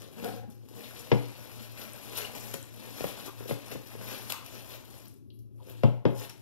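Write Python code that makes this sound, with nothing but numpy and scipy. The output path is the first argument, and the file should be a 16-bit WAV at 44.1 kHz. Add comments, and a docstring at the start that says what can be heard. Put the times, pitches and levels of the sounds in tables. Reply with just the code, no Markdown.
"""Cling film crackles as it is pulled over a big bowl of dough and smoothed round the rim.
Its tiny creases buckle and snap; it groans in short slips when drawn taut, peels off the rim in
rushes, squeaks, and hisses under the fingertips. The bowl is bumped, tipped and set down on a
wooden table with heavy, ringing knocks and dull scuffs.
The kitchen walls echo a little, and a refrigerator hums behind."""
import sys
import numpy as np
from scipy import signal
from scipy.fft import rfft, irfft, next_fast_len
from scipy.io import wavfile

SR = 44100
rng = np.random.default_rng(int(sys.argv[2]) if len(sys.argv) > 2 else 0)


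def output_pcm(signal):
    """Save a mono or channel-first signal as 16-bit PCM at the path in sys.argv[1].

    Samples are clipped to [-1, 1] before scaling.
    """
    pcm = np.clip(np.atleast_2d(signal).T, -1, 1) * 32767
    wavfile.write(sys.argv[1], SR, np.round(pcm).astype(np.int16))


N = 282681
TIME = np.arange(N) / SR
CUTOFF_HZ = 15600


def from_db(db):
    """Turn decibels into a number to multiply by."""
    return 10 ** (np.asarray(db) / 20)


def rms_one(x):
    """Scale a sound so that its average strength (rms) is 1."""
    return x / np.sqrt(np.mean(x ** 2) + 1e-20)


def at_hz(points, hz):
    """Read between the rows of a frequency table, with octaves evenly spaced."""
    f, value = np.transpose(points)
    return np.interp(np.log(np.maximum(hz, 1)), np.log(f), value)


def coloured(x, spectrum):
    """Shape the tone of a sound with rows of f/Hz, gain/dB."""
    size = next_fast_len(N)
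    hz = np.arange(size // 2 + 1) * SR / size
    return irfft(rfft(x, size) * from_db(at_hz(spectrum, hz)), size)[:N]


def band(x, low_hz, high_hz, order=2):
    """Keep the part of a sound between two frequencies."""
    sos = signal.butter(order, [low_hz, min(high_hz, SR / 2.1)], "band", fs=SR, output="sos")
    return signal.sosfilt(sos, x + 1e-18)


def drift(per_s):
    """A random wander around zero, about 1 in size."""
    knots = rng.standard_normal(size=4096)
    return np.interp(TIME * per_s, np.arange(len(knots)), knots) * np.sqrt(3 / 2)


def ring(clicks, hz, ring_s):
    """Each click starts a pure tone that fades by 60 dB in ring_s seconds."""
    decay, angle = from_db(-60 / (ring_s * SR)), 2 * np.pi * hz / SR
    return signal.lfilter([0, np.sin(angle)], [1, -2 * decay * np.cos(angle), decay ** 2], clicks + 1e-18)


def clicks_at(times, db):
    """Single clicks at the given times and levels."""
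    out = np.zeros(N)
    out[np.round(np.asarray(times) * SR).astype(int)] = from_db(db)
    return out


def swell(s, rise, fall):
    """A loudness curve that climbs to 1 at time s and dies away."""
    out, near = np.zeros(N), slice(*np.searchsorted(TIME, [s - 10 * rise, s + 10 * fall]))
    out[near] = np.exp(-np.maximum((s - TIME[near]) / rise, (TIME[near] - s) / fall))
    return out


def bump(s, length):
    """A rounded hill of power around time s."""
    out, near = np.zeros(N), slice(*np.searchsorted(TIME, [s - 2 * length, s + 2 * length]))
    out[near] = np.exp(-(2 * (TIME[near] - s) / length) ** 2)
    return out


# hum of the motor and the mains: f/Hz, level/dB
HUM_TONES = [(114, -49), (120, -61)]
# tone of the fan and the room air: f/Hz, gain/dB
AIR_COLOUR = [(30, -11), (60, 1), (85, 9), (112, 10), (170, 2), (230, 5.5), (385, 2), (460, -16.5),
              (560, -15.5), (680, -33), (1100, -34), (4000, -81), (12000, -75.5)]

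def refrigerator(air_db=-51.5, waver_db=3.5):
    """The motor and the mains make two wavering hums over a low rush of air."""
    hum = np.zeros(N)
    for hz, db in HUM_TONES:
        height = np.sqrt(2) * from_db(db + waver_db * drift(10))
        hum += height * np.sin(2 * np.pi * (hz * TIME + rng.random()))
    air = coloured(band(rng.standard_normal(N), 48, 16000), AIR_COLOUR)
    return hum + from_db(air_db) * rms_one(air)


# how long the echo takes to fade by 60 dB: f/Hz, fade/s
ECHO_FADE = [(300, 0.35), (800, 0.5), (3000, 0.47), (12000, 0.28)]
# how alike the echo is on the left and right: f/Hz, likeness (0 to 1)
ECHO_LIKENESS = [(500, 0.9), (1500, 0.92), (4000, 0.08), (10000, 0)]

def reflections(count, first_echo_s=0.0066):
    """Random patterns of wall echoes; the highs die sooner and differ between left and right."""
    t, edges = np.arange(SR // 2) / SR, np.geomspace(180, 16000, 8)
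    tails = np.zeros((count, 2, len(t)))
    for low, high in zip(edges, edges[1:]):
        hz = np.sqrt(low * high)
        alike = at_hz(ECHO_LIKENESS, hz)
        left, other = band(rng.standard_normal((2, count, len(t))), low, high)
        right = alike * left + np.sqrt(1 - alike ** 2) * other
        tails += np.stack([left, right], axis=1) * from_db(-60 * t / at_hz(ECHO_FADE, hz))
    tails *= t > first_echo_s
    return tails / np.sqrt(np.sum(tails[:, 0] ** 2) / count)


def kitchen(x, count=17):
    """Hands and bowl keep moving, so one pattern of echoes fades into the next."""
    hop = N // (count - 1) + 1
    x, fade = np.pad(x, (hop, 2 * hop)), signal.windows.cosine(2 * hop)
    out = np.zeros((2, len(x) + SR))
    for start, pattern in zip(hop * np.arange(count), reflections(count)):
        piece = fade * x[start:start + 2 * hop]
        echo = signal.fftconvolve(piece[None], pattern, axes=1)
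        out[:, start:start + echo.shape[1]] += echo
    return out[:, hop:hop + N]


# the bowl shifts on the table: middle t/s, level/dB, length/s
BOWL_SCUFFS = [(0.055, -48.5, 0.075), (0.727, -53, 0.14), (3.27, -39.5, 0.039), (3.463, -40, 0.023),
               (3.511, -31, 0.021), (3.736, -37.5, 0.034), (4.762, -60, 0.093), (5.676, -52, 0.12)]
# tone of the scuffing: f/Hz, gain/dB
SCUFF_COLOUR = [(150, 2.5), (280, 3), (500, 4.5), (750, -14), (1200, -41.5)]

def scuffs(catches_per_s=400):
    """The foot of the bowl scrapes over the wood in a dull run of tiny catches."""
    power = sum(from_db(db) ** 2 * bump(s, length) for s, db, length in BOWL_SCUFFS)
    catches = (rng.random(N) < catches_per_s / SR) * rng.standard_normal(N)
    return np.sqrt(power) * rms_one(coloured(band(catches, 140, 1500), SCUFF_COLOUR))


def thud(s, hz, cycles=7.3, sag=0.15, settle_s=0.024):
    """A short, low tone whose pitch sinks as the bowl settles on the wood."""
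    t = np.clip(TIME - s, 0, .2)
    turns = hz * ((1 - sag / 2) * t + sag * settle_s * (1 - np.exp(-t / settle_s)))
    return np.sin(2 * np.pi * turns) * from_db(-60 * t * hz / cycles)


def crack(times, levels_db, click_db=19, grit_db=-6):
    """Bowl meets wood with one sharp click and a little gritty noise after it."""
    grit = sum(from_db(db + grit_db) * swell(s + 0.0011, rise=0.000067, fall=0.0058)
               for s, db in zip(times, levels_db))
    contact = clicks_at(times, levels_db + click_db) + 2 * grit * rng.standard_normal(N)
    colour = [(750, 13.5), (1200, -5.5), (2000, 3.5), (2600, 0), (3500, -6), (4200, -9),
              (5500, -12.5), (8000, -37.5)]
    return coloured(band(contact, 470, 11000), colour)


# tone of the shaking table and bowl: f/Hz, gain/dB
SHAKE_COLOUR = [(140, 13.5), (300, 3), (650, -2.5), (1100, -13), (1900, -25.5), (3200, -20.5), (5000, -35)]

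def shudder(times, levels_db, rise_s=0.0022, fall_s=0.029):
    """The many weak notes of table and bowl blur into a dull noise after each knock."""
    shaking = sum(from_db(db) * swell(s + 2 * rise_s, rise_s, fall_s) * (TIME > s)
                  for s, db in zip(times, levels_db))
    return shaking * rms_one(coloured(band(rng.standard_normal(N), 120, 4600), SHAKE_COLOUR))


# the bowl hits the table: t/s, strength/dB, thud f/Hz, weight behind it/dB, hardness/dB
BOWL_KNOCKS = [(1.117, -5.5, 410, -2, 12.5), (1.1254, -11, 400, -17, 6), (2.541, -21, 417, -10.5, -21),
               (3.006, -20, 427, -11, 8), (3.042, -13, 507, -14, 6.5), (3.406, -27.5, 390, -11, 6),
               (3.510, -13.5, 440, -9, 6.5), (3.718, -27.5, 577, -6, 7.5), (3.756, -23, 380, -5.5, 6),
               (3.951, -27.5, 446, -9, 6), (5.835, -7.5, 524, 2, 7.5), (5.843, -6.5, 210, -8.5, -20),
               (6.0534, -4, 430, -5, 2), (6.061, -10.5, 310, -37, -18)]
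# notes that bowl and table ring at: f/Hz, relative level/dB, ring time/s
BOWL_NOTES = [(122.4, -8, 0.4), (154.5, -9.5, 0.2), (191, -31, 0.12), (210, -12, 0.21), (286, -15.5, 0.38),
              (346.7, -16.5, 0.14), (387, -30, 0.1), (495, -29, 0.1), (543, -20.5, 0.35), (694, -33, 0.06),
              (850, -30, 0.27), (1107, -27, 0.081), (1390, -30.5, 0.03), (3380, -35.5, .08)]

def knocks(body_lag_s=0.00113, boom_below_hz=170, vary_db=1.5, crack_db=-21.5, shudder_db=-21):
    """Each knock is a crack, a thud, then ringing notes; the lowest are the boom of the table."""
    times, blow_db, thud_hz, weight_db, hardness_db = np.transpose(BOWL_KNOCKS)
    boom_db = blow_db + weight_db
    ring_db = blow_db - 3.5 + 0.62 * weight_db   # weight matters less to the higher notes
    chance_db = vary_db * rng.standard_normal((len(times), len(BOWL_NOTES)))
    body = np.zeros(N)
    for k, (hz, db, ring_s) in enumerate(BOWL_NOTES):
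        strength_db = boom_db if hz < boom_below_hz else ring_db + chance_db[:, k]
        body += (-1) ** k * ring(clicks_at(times + body_lag_s, strength_db + db), hz, ring_s)
    for s, db, hz in zip(times, blow_db, thud_hz):
        body += from_db(db) * thud(s + body_lag_s, hz)
    body = band(body, 61, 2700, order=3)   # the table gives off no deep bass
    return body + crack(times, blow_db + crack_db + hardness_db) + shudder(times, blow_db + shudder_db)


# fingertips slide over the film: middle t/s, level/dB, length/s
FINGER_SLIDES = [(5.27, -78.5, 0.11), (5.349, -64.5, 0.026), (5.405, -69.5, 0.049), (5.483, -87, 0.085),
                 (5.585, -72, 0.06)]
# tone of their hiss: f/Hz, gain/dB
HISS_COLOUR = [(3000, -22), (5400, -15.5), (8500, -31), (10400, -10), (11300, 6), (12500, -6), (14500, -18)]

def slides():
    """Fingertips on the stretched film make a thin hiss that swells and fades."""
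    power = sum(from_db(db) ** 2 * bump(s, length) for s, db, length in FINGER_SLIDES)
    hiss = coloured(band(rng.standard_normal(N), 2500, CUTOFF_HZ), HISS_COLOUR)
    return np.sqrt(power) * rms_one(hiss)


# the film squeaks on the rim: t/s, f/Hz, level/dB, fade/s, tremble (share of the pitch)
RIM_SQUEAKS = [(2.223, 2880, -37, .004, .03), (2.25, 2875, -33, 0.0063, 0.019),
               (3.287, 1133, -43, 0.021, 0.17), (4.34, 1186, -42, 0.039, 0.1885),
               (4.422, 1147, -48.5, 0.019, .08), (5.606, 915, -56, 0.015, 0.14)]

def squeaks(trembles_per_s=600):
    """The film sticks and slips on the rim, making a brief tone with a trembling pitch."""
    out = np.zeros(N)
    for s, hz, db, fade, tremble in RIM_SQUEAKS:
        pitch = hz * (1 + tremble * drift(trembles_per_s))
        phase = 2 * np.pi * np.cumsum(pitch) / SR
        out += np.sqrt(2) * from_db(db) * swell(s, fade / 2, fade) * np.sin(phase)
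    return out


# the film is dragged over the rim: start t/s, strength/dB, length/s, brightness/(dB per octave)
FILM_PULLS = [(0.167, -38, .04, -6), (0.227, -30.5, .004, -7), (0.2395, -24, .026, 2.5),
              (0.279, -27.5, .014, 5), (0.308, -43, .02, -7), (0.337, -30.5, .008, -2),
              (0.358, -37, .022, 3), (0.428, -41, .018, 3.5), (0.479, -54.5, .022, -19.5),
              (0.765, -39.5, .035, -2), (2.352, -41, .025, -8), (3.484, -39, .02, 2)]
# notes that the tight film rings at: f/Hz, relative level/dB, ring time/s
FILM_NOTES = [(203, -7, 0.078), (278, -13.5, 0.12), (456, -3.5, 0.027), (734, -15, 0.068),
              (1330, -26.5, 0.022), (1470, -20.5, 0.013)]

def groans(slips_per_s=240, unevenness=.14, pivot_hz=460, detune=.03):
    """Each pull is a quick run of slips that ring the film; its tightness sets the pitch."""
    out = np.zeros(N)
    for start, pull_db, length, tilt_db in FILM_PULLS:
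        gaps = np.exp(unevenness * rng.standard_normal(24)) / slips_per_s
        delays = np.cumsum(gaps) - gaps[0]
        slips = clicks_at(start + delays[delays <= length], pull_db)
        tuning = np.exp(detune * rng.standard_normal())
        for hz, db, ring_s in FILM_NOTES:
            out += from_db(db + tilt_db * np.log2(hz / pivot_hz)) * ring(slips, hz * tuning, ring_s)
    return band(out, 84, 3600)


# one flat patch of film flips over: t/s, f/Hz, level/dB, fade/s
FILM_TICKS = [(0.0206, 9200, -38, 0.00079), (0.269, 9000, -36, .001), (0.5008, 10000, -45, 0.0012),
              (0.8186, 10050, -39, .0008), (1.0105, 11000, -45, .0008), (1.284, 10000, -34, .0007),
              (1.934, 10100, -34, 0.00087), (2.513, 6000, -33, .001), (2.628, 8040, -33, 0.0011),
              (2.7305, 9000, -45, .001), (2.996, 9000, -39, 0.00084), (3.189, 9000, -36, 0.0011),
              (3.2585, 5000, -40, 0.0011), (4.675, 9000, -37, .001), (4.998, 8900, -52, 0.00086),
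              (5.058, 4730, -40, 0.001), (5.082, 10500, -35, 0.001), (5.141, 11100, -48, 0.0013),
              (5.303, 3530, -50.5, 0.0038), (5.389, 5200, -61.5, 0.0058), (5.3895, 12500, -56, .004),
              (6.38, 10900, -50, 0.0013)]

def ticks(width_ratio=1.28):
    """A flipping patch gives a sharp burst of noise around its own pitch."""
    out, t = np.zeros(N + SR), TIME[:SR // 20]
    for s, hz, db, fade in FILM_TICKS:
        noise = band(rng.standard_normal(len(t)), hz / width_ratio, hz * width_ratio, order=4)
        start = int(s * SR)
        out[start:start + len(t)] += from_db(db) * rms_one(noise) * np.exp(-t / fade)
    return out[:N]


# tone of the crackling film: f/Hz, gain/dB
CRACKLE_COLOUR = [(200, 7), (330, -4.5), (480, 1.5), (750, -8.5), (1100, -10), (1800, -8), (2100, -7.5),
                  (2350, -5.5), (3100, -8.5), (4100, -8), (5200, -11.5), (6200, -12), (7200, -16),
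                  (8600, -16), (10300, -12.5), (11500, -6.5), (14000, -13.5), (15500, -16)]

def film_tone(x):
    """Give a sound the tone of the film, at an average strength of 1."""
    return rms_one(coloured(x, CRACKLE_COLOUR))


def pops(rub_power, per_s=110, gain_db=-9, spread_db=3.0, cycles=10, count=28):
    """Larger patches pop at random among the fine creases; each rings briefly at its own pitch."""
    happens = rng.random(N) < per_s / SR
    sizes = happens * from_db(spread_db * np.minimum(rng.exponential(1, N), 3))
    pitches, choice = np.geomspace(1000, 14500, count), rng.integers(0, count, N)
    ringing = sum(hz * ring(sizes * (choice == k), hz, cycles / hz) for k, hz in enumerate(pitches))
    return from_db(gain_db) * np.sqrt(rub_power) * film_tone(ringing)


def creases(per_s, idle_per_s=3500, spread_db=1.5, clump_db=0.78, clumps_per_s=130):
    """Tiny creases buckle at random moments, in snaps of uneven size that come in soft clumps."""
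    chance = np.clip((per_s + idle_per_s) / SR, 1 / SR, 1)
    happens = rng.random(N) < chance
    size_db = spread_db * np.minimum(rng.exponential(1, N), 5) + clump_db * drift(clumps_per_s)
    return happens / np.sqrt(chance) * from_db(size_db)


def crinkle(snaps, low_hz, high_hz, flicker_db=2.5, flickers_per_s=110):
    """Creases of different sizes take turns, so four parts of the range each flicker on their own."""
    snaps = snaps * rng.standard_normal(N)
    edges = np.geomspace(low_hz, high_hz, 5)
    parts = [band(snaps * rng.choice([-1, 1], N), low, high, order=3)
             for low, high in zip(edges, edges[1:])]
    return film_tone(sum(part * from_db(flicker_db * drift(flickers_per_s)) for part in parts))


# how firmly the hands work the film, as its steady crackle: t/s, level/dB
HAND_GRIP = [(0, -53.5), (0.1, -61), (0.36, -54.5), (0.45, -72.5), (0.66, -67.5), (0.77, -52), (1.15, -53),
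             (1.64, -51.5), (1.72, -55.5), (2.05, -49.5), (2.56, -55.5), (2.7, -57), (3.35, -57.5),
             (3.82, -57), (5.03, -57.5), (5.21, -85.5), (6.02, -81), (6.1, -62.5), (6.33, -65)]
# a hand smooths the film down: middle t/s, level/dB, length/s, share for the loose folds/dB
HAND_STROKES = [(0.254, -49.5, 0.13, 1), (0.866, -58, 0.11, 3), (0.999, -46, 0.034, -5),
                (1.627, -55, 0.041, -7), (1.816, -46, 0.068, -0.5), (2.195, -42, 0.11, -1),
                (2.363, -44.5, 0.044, -1), (2.46, -46, 0.15, -6), (2.878, -51.5, 0.18, 1.5),
                (2.989, -46, 0.076, -2), (3.072, -42.5, 0.079, -1.5), (3.196, -47, 0.079, 0),
                (3.267, -42.5, 0.027, -3), (3.417, -50.5, 0.071, -1), (3.592, -57.5, 0.046, 4),
                (3.672, -50.5, 0.091, 0.5), (3.922, -51, 0.087, -1), (4.028, -48, 0.057, 1.5),
                (4.125, -42.5, 0.11, -1.5), (4.252, -48.5, 0.11, -2), (4.564, -50, 0.16, -1),
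                (4.726, -48, 0.07, -1), (4.949, -54.5, 0.075, -5), (5.068, -63, 0.13, -25),
                (5.634, -71.5, 0.037, -10), (5.698, -55.5, 0.068, 0), (5.785, -63, 0.23, 3),
                (6.185, -49, 0.05, -6.5), (6.228, -46.5, 0.059, 0)]

def rubbing():
    """Power the hands put into fine creases and loose folds: a steady grip plus each stroke."""
    grip_db = np.interp(TIME, *np.transpose(HAND_GRIP))
    fine = folds = from_db(grip_db) ** 2
    for s, db, length, folds_db in HAND_STROKES:
        stroke = from_db(db) ** 2 * bump(s, length)
        fine = fine + stroke
        folds = folds + stroke * from_db(folds_db) ** 2
    return fine, folds


# the film peels off the rim in a rush: peak t/s, level/dB, fade/s
RIM_PEELS = [(2.177, -30.5, 0.014), (2.541, -28.5, 0.0052), (3.496, -37, 0.031), (4.302, -29.5, 0.0078)]
# a stuck crease lets go all at once: t/s, level/dB, fade/s
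FREED_CREASES = [(0.019, -41, 0.0035), (0.245, -35, 0.0025), (0.258, -44, 0.0038), (0.286, -39.5, 0.0035),
                 (0.502, -56, 0.033), (0.687, -48, 0.0063), (2.35, -42, 0.0067), (2.996, -41, 0.008),
                 (3.042, -58, 0.009), (3.26, -43.5, 0.027), (3.714, -40, 0.023), (4.322, -23, 0.0028),
                 (4.461, -41.5, 0.0093), (5.068, -51.5, 0.0069), (5.835, -46.5, .004), (6.295, -40, 0.0094)]

def film(usual_db=-50, snaps_per_s=6000, fold_db=-0.16, flutter_db=-1, peel_fold_db=-3,
         peel_flutter_db=-9):
    """The same tiny snaps make a high crackle, a crumpling of folds and a low flutter of the sheet."""
    rub_power, folds = rubbing()
    usual_power = from_db(usual_db) ** 2
    bulk = usual_power * (folds / usual_power) ** 1.17   # firmer hands catch larger folds
    peel = sum((from_db(db) * swell(s, 0.45 * fade, fade)) ** 2 for s, db, fade in RIM_PEELS)
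    crackle_power = rub_power + peel
    fold_power = bulk * from_db(fold_db) ** 2 + peel * from_db(peel_fold_db) ** 2
    flutter_power = bulk * from_db(flutter_db) ** 2 + peel * from_db(peel_flutter_db) ** 2
    for s, db, fade in FREED_CREASES:
        rush = (from_db(db) * swell(s, rise=0.0002, fall=fade)) ** 2
        share_db = min(-2 + 0.3 * (db + 41.5), 0)   # a louder crease moves more of the folds
        crackle_power += rush
        fold_power += rush * from_db(share_db) ** 2
    # harder handling makes more snaps, up to a tearing hiss in a peel
    snaps = creases(snaps_per_s * (crackle_power / usual_power) ** 0.6)
    crackle = np.sqrt(crackle_power) * crinkle(snaps, 4970, CUTOFF_HZ)
    crumple = np.sqrt(fold_power) * crinkle(snaps, 580, 4900)
    flutter = np.sqrt(flutter_power) * crinkle(snaps, 202, 1140)
    return crackle + crumple + flutter + pops(rub_power)


def scene(film_echo_db=-6.5, bowl_echo_db=-11, squeak_echo_db=-11):
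    """Film, bowl, kitchen echo and refrigerator, heard from just across the table."""
    wrap = film() + ticks() + groans() + slides()
    squeak = squeaks()
    bowl = knocks() + scuffs()
    echo = kitchen(from_db(film_echo_db) * wrap + from_db(squeak_echo_db) * squeak
                   + from_db(bowl_echo_db) * band(bowl, 210, 12000))
    return wrap + squeak + bowl + echo + refrigerator()


def record(dry):
    """The right side is weaker, duller, a little late and flipped in sign; both lose the very top."""
    lag_samples = 21
    late = np.pad(dry[1], (lag_samples, 0))[:N]
    dulling = [(100, -5.5), (2200, -5.0), (4500, -7.5), (8500, -8.5), (10500, -15.5),
               (12500, -26.0), (15500, -21.0)]
    right = -coloured(late, dulling)
    top_cut = signal.ellip(10, .1, 85, CUTOFF_HZ, fs=SR, output="sos")
    return signal.sosfilt(top_cut, np.array([dry[0], right]))


dry = scene()
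out = record(dry)
output_pcm(out)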